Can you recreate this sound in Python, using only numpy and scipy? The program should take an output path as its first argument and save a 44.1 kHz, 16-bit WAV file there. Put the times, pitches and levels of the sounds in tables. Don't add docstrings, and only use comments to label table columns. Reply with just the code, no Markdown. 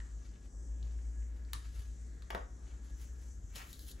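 import sys
import numpy as np
from scipy import signal
from scipy.fft import rfft, irfft
from scipy.io import wavfile
from scipy.ndimage import uniform_filter1d

SR = 44100
rng = np.random.default_rng(int(sys.argv[2]) if len(sys.argv) > 2 else 0)


def store_wav(level_fs):
    pcm = np.round(np.clip(np.atleast_2d(level_fs), -1, 1) * 32767)
    wavfile.write(sys.argv[1], SR, pcm.T.astype(np.int16))


N = 176400
TIME_S = np.arange(N) / SR

# frequency in Hz, density in dB per Hz.
AIR_SPECTRUM = [(28, -97), (42, -72), (60, -73), (90, -79), (130, -85), (180, -88), (260, -88), (400, -94),
                (600, -102), (1000, -108), (1550, -106), (1675, -103), (1800, -106), (2050, -109),
                (2600, -117), (4500, -117), (9000, -118), (11000, -122), (15500, -134)]
HISS_SPECTRUM = [(4000, -140), (5200, -114), (5900, -104), (7500, -103), (8500, -107), (9800, -124),
                 (12000, -140)]
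# frequency in Hz, coherence from 0 to 1.
NOISE_COHERENCE = [(60, 1), (130, 0.7), (300, 0.83), (700, 0.39), (1500, 0.073), (3000, 0.45), (7000, 0.54)]
# time in seconds, gain in dB.
HISS_GAIN_DB = [(0, 0.5), (.4, -2), (.67, 3), (.8, -1), (1.25, 1.5), (1.33, -7.5), (1.55, -4.5),
                (2.05, 0.5), (2.17, -5), (2.65, 0), (2.85, -1.5), (3.05, 3.5), (3.17, -2), (3.32, 4),
                (3.41, -4.5), (3.5, 1.5), (4, -3.5)]
MOTOR_GAIN_DB = [(0, -43), (.3, -47.5), (.45, -58), (.56, -50), (.7, -40.5), (.85, -39), (1.25, -40.5),
                 (1.6, -45.5), (1.88, -43), (2.2, -49.5), (2.6, -48.5), (3.25, -45.5), (3.6, -63.5),
                 (3.8, -51.5), (4, -54.5)]
# time in seconds, frequency in Hz.
MOTOR_PITCH_HZ = [(0, 54.88), (.5, 56.11), (.9, 57.22), (1.2, 56.93), (1.5, 57.59), (1.9, 57.48),
                  (2.2, 58.5), (2.9, 59), (3.15, 60.64), (4, 60.97)]

# peak time, 1/e rise and 1/e fall in seconds, level in dB.
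FINGER_STROKES = [(3.562, 0.0092, 0.023, -48)]
PAPER_STROKES = [(3.606, 0.035, 0.053, -54), (3.995, 0.028, 0.031, -67)]
SHELL_STROKES = [(3.705, 0.071, 0.079, -60), (3.74, 0.0079, 0.026, -64), (3.812, 0.012, 0.041, -59),
                 (3.886, 0.021, 0.019, -53.5), (3.915, 0.016, 0.0071, -54.5)]
# as above, then low-pass cutoff in Hz.
SLEEVE_STROKES = [(.08, 0.07, .04, -67, 4890), (.26, 0.072, 0.033, -68, 6500),
                  (.35, 0.039, 0.021, -65, 3450), (0.449, 0.034, 0.021, -68, 8040),
                  (.86, 0.037, 0.13, -68, 7500), (1.36, 0.033, 0.027, -72, 9200),
                  (1.66, 0.11, 0.15, -64.5, 7960), (1.786, 0.054, 0.064, -60, 11100),
                  (2.7, 0.05, 0.063, -64, 4700), (2.85, 0.013, 0.093, -66.5, 10850),
                  (3.016, 0.028, 0.046, -61.5, 20270), (3.231, 0.067, 0.08, -70, 13500)]
# start in seconds, level in dB, pitch in Hz.
ARM_BUMPS = [(0.824, -22.5, 128), (1.541, -22, 107), (1.785, -15, 78.7), (3.44, -16.5, 76.1)]
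# start in seconds, level in dB, pitch in Hz, width in octaves.
SMALL_TICKS = [(.002, -26.5, 1840, 0.12), (0.217, -42.5, 1180, .2), (.29, -45.5, 4730, 0.25),
               (0.8278, -37.5, 3900, 0.62), (.988, -43, 1700, 0.57), (1.223, -45.5, 2080, 0.62),
               (1.449, -44.5, 4417, 0.34), (1.488, -45.5, 2080, 0.4)]
# start in seconds, level in dB, pitch ratio.
SHELL_HITS = [(3.558, -27, 1.2), (3.706, -40, 1.5), (3.7296, -27.5, 1.02), (3.7927, -30.5, 1.08),
              (3.887, -32, 0.75), (3.915, -33, 1.03)]
# start in seconds, body and edge levels in dB, body pitch ratio.
GUN_KNOCKS = [(2.3040, -23, -18.5, 2), (2.3066, -17, -22, 1.25), (2.3313, -20, -40, 0.91),
              (2.348, -20, -21, 1.13), (2.3490, -7.5, -23, 0.9), (2.361, -23.5, -38, 0.67),
              (2.376, -19.5, -36, 0.81)]
# start in seconds, level in dB, low-pass cutoff in Hz.
TRIGGER_CLICKS = [(1.5329, -13, 16700), (1.5369, -26, 8950), (1.549, -37, 6000), (2.222, -31.5, 7200)]

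# frequency in Hz, relative level in dB.
CLOTH_SPECTRUM = [(200, 4), (800, -6), (1700, -0.5), (2500, -2), (4000, -1.5), (5200, -4), (7000, -5.5),
                  (11500, -1), (15000, -4.5)]
FINGER_SPECTRUM = [(200, -15), (550, 2), (800, -9), (1700, -1.5), (3200, 1), (4000, 0), (5200, -2),
                   (7000, -2.5), (9000, -4), (11500, -1), (15000, -9)]
PAPER_SPECTRUM = [(200, -8), (800, -4), (1100, 1), (1800, 1.5), (2500, 1), (3300, -4.5), (5200, -12.5),
                  (15000, -12)]
SHELL_SPECTRUM = [(300, -25), (1100, -19), (1700, -7), (2500, -15.5), (3200, 0), (4000, 0.5), (5200, -3.5),
                  (7000, -2.5), (9000, -2), (11500, 2), (15000, -2)]
KNOCK_BODY_SPECTRUM = [(60, -4), (160, -8), (350, -8), (560, 4), (800, 1), (1100, -5), (1700, -7),
                       (2500, -26), (4000, -19.5), (7000, -48)]
KNOCK_EDGE_SPECTRUM = [(200, -11), (600, -1), (1100, -5), (1950, 4), (2500, -6.5), (3200, -6), (4200, -13),
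                       (5200, -15), (7000, -20.5), (9000, -20.5), (11500, -16.5), (15000, -22)]
PLASTIC_SPECTRUM = [(300, -32), (780, -13), (1060, 2.5), (1700, -3.5), (2500, -6.5), (3200, -7.5),
                    (4000, 2.5), (5200, -8), (7000, -7.5), (9000, -2), (11500, -6), (15000, -3)]
# frequency in Hz, relative level in dB, T60 in seconds.
SHELL_MODES = [(3620, -4, .07), (4260, -3, 0.062), (3876, -1, 0.058), (4870, -6, 0.033), (6800, -7, 0.027),
               (11300, -2, 0.016)]
TABLE_MODES = [(215, -5, .16), (285, -4, .1), (480, 0, .11), (557, 1, .11), (630, 2, .1), (666, 0, .13),
               (750, -1, .11), (861, -1, .08), (940, -2, .08), (1120, 0, .1), (1440, -7, .08),
               (1830, -5, .06)]
PLASTIC_MODES = [(1060, 0, .05), (1180, 1, .07), (1270, -2, .06), (1580, 0, .05), (1782, -2, .05),
                 (3690, 2, .01), (3890, 3, .01), (4230, 4, .01)]

# frequency in Hz, T60 in seconds.
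REVERB_T60_S = [(150, .34), (600, .29), (2000, .33), (4000, .3), (12000, .26)]
# frequency in Hz, gain in dB.
REVERB_GAIN_DB = [(100, -7), (600, -3.5), (1000, -1.5), (1600, -3), (3000, -3), (4000, -6), (5000, -2),
                  (7000, -1.5), (10000, -1), (15000, -20)]
# frequency in Hz, left phase lag in radians.
LEFT_LAG_RAD = [(400, 0.47), (750, 1.4), (1300, 1.5), (1900, 0.84)]
# frequency in Hz, side gain as a factor.
MIC_WIDTH = [(100, .55), (500, .85), (1100, 1.5), (2500, .6), (6000, .55), (7500, .2), (8800, .08),
             (15000, .1)]
# frequency in Hz, left over right in dB.
MIC_BALANCE_DB = [(50, 2), (300, 4.5), (700, 3), (1300, 0), (2000, 0), (3000, 5.5), (4800, 5), (6200, 3.5),
                  (8500, 3.5), (15000, -2)]


def amp(db):
    return 10 ** (np.asarray(db) / 20)


def at_hz(table, hz):
    row_hz, values = np.transpose(table)
    return np.interp(np.log(hz + 1), np.log(row_hz + 1), values)


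def over_time(table):
    return np.interp(TIME_S, *np.transpose(table))


def shifted(table, ratio):
    return [(hz * ratio, *rest) for hz, *rest in table]


def unit(x):
    return x / np.sqrt(np.sum(x ** 2, -1, keepdims=True) + 1e-20)


def add(mix, start_s, sound):
    part = mix[max(round(start_s * SR), 0):][:len(sound)]
    part += sound[:len(part)]


def lowpass(x, cutoff_hz):
    return signal.lfilter(*signal.butter(2, min(cutoff_hz, SR / 2 - 500), fs=SR), x)


def colour(x, spectrum, size=2048):
    log_gain = np.log(amp(at_hz(spectrum, abs(np.fft.fftfreq(size, 1 / SR)))))
    taps = np.fft.ifft(np.exp(np.conj(signal.hilbert(log_gain)))).real
    return signal.fftconvolve(x, unit(taps))[:len(x)]


def burst(spectrum, decay_s):
    age = TIME_S[:SR // 2] / decay_s
    bins = rfft(rng.standard_normal(len(age)) * np.sqrt(age) * np.exp(-1.3 * age))
    chatter = irfft(bins / abs(bins), len(age)) * np.exp(-.3 * age)
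    return unit(colour(chatter, spectrum))


def ring(modes):
    t = TIME_S[:SR // 2]
    return unit(sum(rng.choice([-1, 1]) * amp(db - 60 * t / t60_s) * np.sin(2 * np.pi * hz * t)
                    for hz, db, t60_s in modes))


def friction(strokes, spectrum, slips_per_s, spread_db, catch_db, catch_s=0.0065):
    slips = rng.standard_normal(N) * amp(spread_db * np.minimum(rng.exponential(1, N), 4))
    slips *= rng.random(N) < slips_per_s / SR
    slips *= amp(catch_db * np.interp(TIME_S / catch_s, np.arange(N), rng.uniform(-1.03, 1, N)))
    power = sum(amp(db) ** 2 * np.exp(-2 * np.maximum((peak_s - TIME_S) / rise_s, (TIME_S - peak_s) / fall_s))
                for peak_s, rise_s, fall_s, db in strokes)
    return colour(unit(slips) * np.sqrt(N * power), spectrum)


def room_noise(spectrum, patch_db, steady_below_hz=900):
    hz, _, (left, spare) = signal.stft(rng.standard_normal((2, N)), SR, nperseg=2048)
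    coherence = np.clip(at_hz(NOISE_COHERENCE, hz), 0, 1)[:, None]
    right = coherence * left + np.sqrt(1 - coherence ** 2) * spare
    patches = uniform_filter1d(uniform_filter1d(rng.standard_normal(left.shape), 50, 0), 9, 1)
    depth_db = patch_db * np.minimum(hz / steady_below_hz, 1)[:, None]
    gain = amp(at_hz(spectrum, hz)[:, None] + depth_db * patches / patches.std())
    return signal.istft(np.array([left, right]) * gain, SR, nperseg=2048)[1][:, :N] * np.sqrt(SR / 2)


def whine(pitch_hz=1673, half_width_hz=6, level_db=-80, fade_db_per_s=1.5):
    peak = 1 / (1 + ((np.fft.rfftfreq(N, 1 / SR) - pitch_hz) / half_width_hz) ** 2)
    band = unit(irfft(rfft(rng.standard_normal(N)) * peak, N))
    return amp(level_db - fade_db_per_s * TIME_S) * np.sqrt(N) * band


def motor_drone():
    phase_rad = 2 * np.pi * np.cumsum(over_time(MOTOR_PITCH_HZ)) / SR
    return np.sqrt(2) * amp(over_time(MOTOR_GAIN_DB)) * np.sin(phase_rad)


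def appliance_hum(pitch_hz=48.84, level_db=-52.5, throb_hz=1.73, throb_depth=0.45):
    throb = 1 + throb_depth * np.cos(2 * np.pi * throb_hz * TIME_S)
    return np.sqrt(2) * amp(level_db) * throb * np.sin(2 * np.pi * pitch_hz * TIME_S)


def reverb(x, early_db, wet_db, early_s=0.0061, gap_s=0.00151):
    t = TIME_S[:SR // 2]
    onset = np.clip(t / gap_s - 1, 0, 1) * (1 + amp(early_db) * np.exp(-t / early_s))
    bins = rfft(rng.standard_normal((2, len(t))) * np.exp(-t / .06))
    diffuse = irfft(bins / abs(bins), len(t))
    diffuse /= np.sqrt(uniform_filter1d(diffuse ** 2, size=800, axis=1))
    hz, age_s, frames = signal.stft(diffuse, SR, nperseg=256)
    frames *= amp(-60 * age_s / at_hz(REVERB_T60_S, hz)[:, None])
    tails = unit(signal.istft(frames, SR, nperseg=256)[1][:, :len(t)] * onset)
    rms_gain = np.sqrt(np.mean(amp(at_hz(REVERB_GAIN_DB, np.linspace(0, SR / 2, 512))) ** 2))
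    wet = np.array([signal.fftconvolve(x, colour(tail, REVERB_GAIN_DB))[:N] for tail in tails])
    return amp(wet_db) * rms_gain * wet


def from_right(x):
    lag_rad = at_hz(LEFT_LAG_RAD, np.fft.rfftfreq(2 * N, 1 / SR))
    left = irfft(rfft(x, 2 * N) * np.exp(-1j * lag_rad))[:N]
    return np.array([left, x])


def sleeve_rustle():
    out = np.zeros(N)
    for *stroke, cutoff_hz in SLEEVE_STROKES:
        rustle = friction([stroke], CLOTH_SPECTRUM, slips_per_s=9000, spread_db=2, catch_db=6)
        out += lowpass(rustle, cutoff_hz)
    return out


def hand_on_collage():
    brush = friction(FINGER_STROKES, FINGER_SPECTRUM, slips_per_s=10000, spread_db=1.5, catch_db=4)
    drag = friction(PAPER_STROKES, PAPER_SPECTRUM, slips_per_s=3500, spread_db=0, catch_db=3)
    scrape = friction(SHELL_STROKES, SHELL_SPECTRUM, slips_per_s=5400, spread_db=0, catch_db=1)
    return brush + drag + scrape


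def arm_bumps(decay_s=0.011):
    out, t = np.zeros(N), TIME_S[:SR // 3]
    for start_s, db, hz in ARM_BUMPS:
        add(out, start_s, amp(db) * unit(t * np.exp(-t / decay_s) * np.sin(2 * np.pi * hz * t)))
    return out


def small_ticks(skirt_db=-21):
    out = np.zeros(N)
    for start_s, db, hz, width_oct in SMALL_TICKS:
        peak = [(hz / 4 ** width_oct, skirt_db), (hz, 0), (hz * 4 ** width_oct, skirt_db)]
        add(out, start_s, amp(db) * lowpass(burst(peak, decay_s=0.0014), 2 * hz))
    return out


def shell_ticks():
    out = np.zeros(N)
    for start_s, db, ratio in SHELL_HITS:
        tick = burst(SHELL_SPECTRUM, decay_s=0.00087) + amp(-4) * ring(shifted(SHELL_MODES, ratio))
        add(out, start_s, amp(db) * tick)
    return out


def gun_knocks():
    out = np.zeros(N)
    for start_s, body_db, edge_db, ratio in GUN_KNOCKS:
        thud = burst(shifted(KNOCK_BODY_SPECTRUM, ratio), decay_s=0.0025)
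        body = amp(-3) * thud + amp(-9) * ring(TABLE_MODES)
        edge = burst(KNOCK_EDGE_SPECTRUM, decay_s=0.0014)
        add(out, start_s, amp(body_db) * body + amp(edge_db) * edge)
    return out


def trigger_clicks():
    out = np.zeros(N)
    for start_s, db, cutoff_hz in TRIGGER_CLICKS:
        click = burst(PLASTIC_SPECTRUM, decay_s=0.0013) + amp(-14) * ring(PLASTIC_MODES)
        add(out, start_s, amp(db) * lowpass(click, cutoff_hz))
    return out


def scene():
    hits = trigger_clicks() + small_ticks() + gun_knocks() + arm_bumps() + shell_ticks()
    rubs = sleeve_rustle() + hand_on_collage()
    reflections = reverb(hits, early_db=-4, wet_db=2) + reverb(rubs, early_db=9, wet_db=4)
    tones = whine() + motor_drone() + appliance_hum()
    air = room_noise(AIR_SPECTRUM, patch_db=2.3)
    hiss = amp(over_time(HISS_GAIN_DB)) * room_noise(HISS_SPECTRUM, patch_db=1.3)
    return from_right(hits) + rubs + reflections + tones + air + hiss


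def record(dry):
    twist_from_hz, hz_per_turn, cutoff_hz = 7000, 4250, 15800
    hz = np.fft.rfftfreq(2 * N, 1 / SR)
    left, right = rfft(dry, 2 * N)
    mid, side = (left + right) / 2, (left - right) / 2 * at_hz(MIC_WIDTH, hz)
    twist_rad = np.pi * np.maximum(hz - twist_from_hz, 0) / hz_per_turn
    lean = amp(at_hz(MIC_BALANCE_DB, hz) / 2) * np.exp(-1j * twist_rad)
    pair = irfft(np.array([(mid + side) * lean, (mid - side) / lean]))[:, :N]
    taps = signal.firwin(401, cutoff_hz, window=("kaiser", 8), fs=SR)
    return signal.oaconvolve(pair, taps[None], "same")


dry = scene()
out = record(dry)
store_wav(out)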